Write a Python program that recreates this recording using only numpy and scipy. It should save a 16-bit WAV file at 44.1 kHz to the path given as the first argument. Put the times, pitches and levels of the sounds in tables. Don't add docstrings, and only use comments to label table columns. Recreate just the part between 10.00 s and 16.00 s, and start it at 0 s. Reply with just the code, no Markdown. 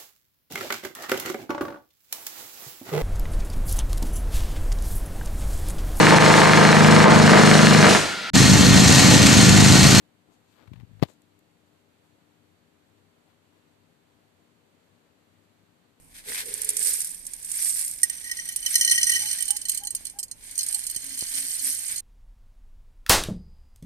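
import sys
import numpy as np
from scipy import signal
from scipy.fft import rfft, irfft
from scipy.io import wavfile

SR = 44100
rng = np.random.default_rng(int(sys.argv[2]) if len(sys.argv) > 2 else 0)


def wav_out(sig):
    wavfile.write(sys.argv[1], SR, np.round(np.clip(np.atleast_2d(sig).T, -1, 1) * 32767).astype(np.int16))


N = 264600
TIME, FREQ = np.arange(N) / SR, np.fft.rfftfreq(N, 1 / SR)
EDGE_HZ = 14300


def knocks():
    # t/s, peak before roll-off/dB, build-up/s, release/s, push +1 or pull -1
    pulses = [(0.68, -33, 0.0016, .0017, -1), (0.7176, -26.5, 0.00083, 0.00082, 1),
              (.7385, -30.5, 0.0017, 0.00072, -1), (0.8345, -30, 0.0011, 0.00092, -1),
              (0.9177, -36, 0.0011, 0.0014, -1), (1.02687, -.3, .00058, .00031, -1),
              (1.0342, -10, .0014, .00013, -1), (1.03623, -11, .00024, .00033, 1),
              (1.056, -35, 0.00038, .0005, -1)]
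    pressure = np.zeros(N)
    for at_s, db, build_s, release_s, direction in pulses:
        near = slice(round((at_s - .02) * SR), round((at_s + .02) * SR))
        t = TIME[near] - at_s
        width_s = np.where(t < 0, build_s, release_s)
        pressure[near] += direction * gain_of(db) * np.exp(-.5 * (t / width_s) ** 2)
    return port_rolloff(pressure)


def cracks():
    # t/s, peak/dB
    hits = [(0.7344, -45), (.8000, -40), (0.8097, -40), (.8190, -47), (0.9976, -37.5), (1.0017, -45),
            (1.0271, -19), (1.0352, -18), (1.086, -39)]
    # f/Hz, relative level/dB, t60/s
    modes = [(940, 5, 0.0049), (1870, 6, 0.0026), (3000, -0.5, 0.0022), (4110, -8, 0.0048),
             (7400, -24, 0.0018), (13000, -2, .001)]
    t = np.arange(SR // 50) / SR
    ring = sum(gain_of(db - 60 * t / t60_s) * np.sin(2 * np.pi * hz * t) for hz, db, t60_s in modes)
    blows = np.zeros(N)
    for at_s, db in hits:
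        blows[round(at_s * SR)] = gain_of(db)
    return signal.oaconvolve(blows, ring / abs(ring).max())[:N]


def scrapes():
    # t/s, level/dB, decay/s, tilt/(dB/oct)
    strokes = [(1.0228, -38.5, 0.0072, -2.5), (1.0272, -20.5, 0.0036, -2), (1.034, -22, 0.0036, -1.5),
               (1.051, -47, .009, -0.5), (1.0875, -45, .004, -4)]
    # f/Hz, relative level/dB
    colour = [(150, -4.5), (380, 8.5), (720, 3), (1000, 3.5), (1400, -4), (2000, -1), (3300, -2.5),
              (4600, -4), (5200, -10), (7500, -16), (10000, -18), (13500, -14.5)]
    return friction(strokes, colour, grain_db=2, grains_per_s=14000, rise_ratio=.35)


def creaks():
    # t/s, level/dB, decay/s, tilt/(dB/oct)
    strokes = [(.677, -51, 0.0045, 0), (.7355, -45, 0.0037, -1), (.7598, -54.5, 0.0055, -1),
               (.8015, -51, 0.0041, -1)]
    # f/Hz, relative level/dB
    colour = [(200, -13), (600, 1), (1200, 3.5), (2300, 4.5), (4400, -4), (5300, -11.5), (8000, -17.5),
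              (10500, -18), (13500, -13)]
    return friction(strokes, colour, grain_db=2.5, grains_per_s=9100, rise_ratio=.37)


def judder(first_hz=63, last_hz=50, uneven=.132, pulse_s=.0016):
    # t/s, level/dB
    grip_curve = [(0.66, -60), (0.67, -58), (0.724, -46), (0.782, -42.5), (0.84, -45), (0.866, -60),
                  (0.916, -44.5), (0.992, -49.5), (1.0, -48)]
    at_s, db = np.transpose(grip_curve)
    grip = gain_of(np.interp(TIME, at_s, db, left=-np.inf, right=-np.inf))
    rate_hz = np.interp(TIME, [at_s[0], at_s[-1]], [first_hz, last_hz])
    cycles = np.cumsum(rate_hz * np.exp(uneven * drift(first_hz))) / SR
    catches = np.diff(np.floor(cycles), prepend=0)
    pulses = irfft(rfft(catches) * np.exp(-2 * (np.pi * FREQ * pulse_s) ** 2), N)
    return grip * unit_rms(port_rolloff(-pulses))


def rubs():
    # t/s, level/dB, decay/s, tilt/(dB/oct)
    strokes = [(.315, -58, 0.058, -5.5), (.56, -65, 0.069, 3), (.617, -53.5, 0.037, -2),
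               (.79, -64.5, .06, .5), (1.101, -52, 0.016, -3.5), (3.30, -64.5, .04, 0),
               (3.56, -66.5, 0.055, -1), (5.1, -71, .3, .5)]
    # f/Hz, relative level/dB
    colour = [(80, -22), (280, 3), (500, -2), (1000, -2.5), (1800, -8), (4600, -15), (5200, -21),
              (7000, -25), (10000, -32), (13500, -25)]
    return friction(strokes, colour, grain_db=5.5, grains_per_s=7000, rise_ratio=.63)


def ticks():
    # t/s, level/dB, decay/s, tilt/(dB/oct)
    strokes = [(.34, -67, .027, -6), (.52, -70.5, .05, -6), (1.104, -58.5, 0.026, -5.5),
               (1.1365, -66, .002, 6), (1.2203, -56, 0.0011, -2.5), (1.3922, -59, 0.0018, 5),
               (1.675, -77, .022, 3), (2.065, -74.5, .03, 4)]
    # f/Hz, relative level/dB
    colour = [(1500, -28), (4000, -7.5), (5500, -11.5), (7300, -0.5), (8500, -7), (10000, -10.5),
              (13500, -8.5)]
    return friction(strokes, colour, grain_db=-1.5, grains_per_s=20000, rise_ratio=.79)


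def drone(level_db=-64.5, swell_db=.2):
    # f/Hz, relative level/dB
    colour = [(25, -33), (55, -14.5), (80, -8), (98, 3), (125, -6.5), (165, 0.5), (215, -5), (295, -3),
              (370, -8), (470, -12), (620, -24), (2000, -39), (8000, -71.5)]
    return gain_of(level_db + swell_db * drift(3.5)) * coloured(rng.standard_normal(N), colour)


def hum():
    # f/Hz, rms level/dB, unsteadiness 0-1
    tones = [(99.6, -77, .5), (164, -80.5, .7), (238, -74, .25), (298.6, -72, 0.38), (402, -76, .15),
             (480, -82.5, 0.4), (985, -89.5, .2), (1494, -97.5, .1), (1560, -95, .2)]
    out = np.zeros(N)
    for hz, db, unsteady in tones:
        waver = 1 + unsteady * (drift(3) + 1j * drift(3))
        out += gain_of(db) * unit_rms((waver * np.exp(2j * np.pi * hz * TIME)).real)
    return out


def hiss(level_db=-68.5, flutter_db=.38):
    # f/Hz, relative level/dB
    colour = [(40, -30), (100, -12.5), (330, -12.5), (520, 2), (1100, -4.5), (2400, -8), (4650, -11.5),
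              (4900, -18), (6300, -17), (7600, -14.2), (9200, -19), (11200, -21), (13000, -19)]
    level = gain_of(level_db + flutter_db * drift(6))
    return level * np.array([coloured(rng.standard_normal(N), colour) for side in range(2)])


def friction(strokes, colour, grain_db, grains_per_s, rise_ratio):
    sizes = gain_of(grain_db * np.minimum(rng.exponential(1, N), 4))
    slips = sizes * rng.choice([-1, 1], N) * (rng.random(N) < grains_per_s / SR)
    out = np.zeros(N)
    for peak_s, db, decay_s, tilt_db_oct in strokes:
        age = (TIME - peak_s) / decay_s
        falloff = np.where(age < 0, .5 * (age / rise_ratio) ** 2, age)
        force = np.exp(-np.minimum(falloff, 20))
        out += gain_of(db) * force * coloured(slips, colour, tilt_db_oct)
    return out


def port_rolloff(pressure, port_hz=89, q=1.4, cut_hz=75, cut_depth=.74):
    w = 1j * FREQ / port_hz
    highpass = w ** 2 / (w ** 2 + w / q + 1)
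    low_cut = 1 - cut_depth * np.exp(-(FREQ / cut_hz) ** 6)
    return irfft(rfft(pressure) * highpass * low_cut, N)


def coloured(x, colour, tilt_db_oct=0):
    hz, db = np.transpose(colour)
    octave = np.log2(np.clip(FREQ, hz.min(), EDGE_HZ))
    shape = gain_of(np.interp(octave, np.log2(hz), db) + tilt_db_oct * octave)
    return unit_rms(irfft(rfft(x) * shape * (FREQ < EDGE_HZ), N))


def drift(hz):
    return unit_rms(irfft(rfft(rng.standard_normal(N)) * np.exp(-(FREQ / hz) ** 2), N))


def gain_of(db):
    return 10 ** (np.asarray(db) / 20)


def unit_rms(x):
    return x / np.sqrt(np.mean(x ** 2) + 1e-20)


def on_left(x, right_db):
    return np.array([x, gain_of(right_db) * x])


def scene():
    port_friction = creaks() + scrapes()
    rustles = on_left(rubs(), right_db=-33.5) + on_left(ticks(), right_db=-27)
    room = hiss() + on_left(drone() + hum(), right_db=-15)
    at_port = knocks() + cracks() + judder() + port_friction
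    return on_left(at_port, right_db=-65.5) + rustles + room


def record(dry):
    lowpass = signal.firwin(801, EDGE_HZ, window=("kaiser", 8), fs=SR)
    return signal.oaconvolve(dry, lowpass[None], "same")


dry = scene()
out = record(dry)
wav_out(out)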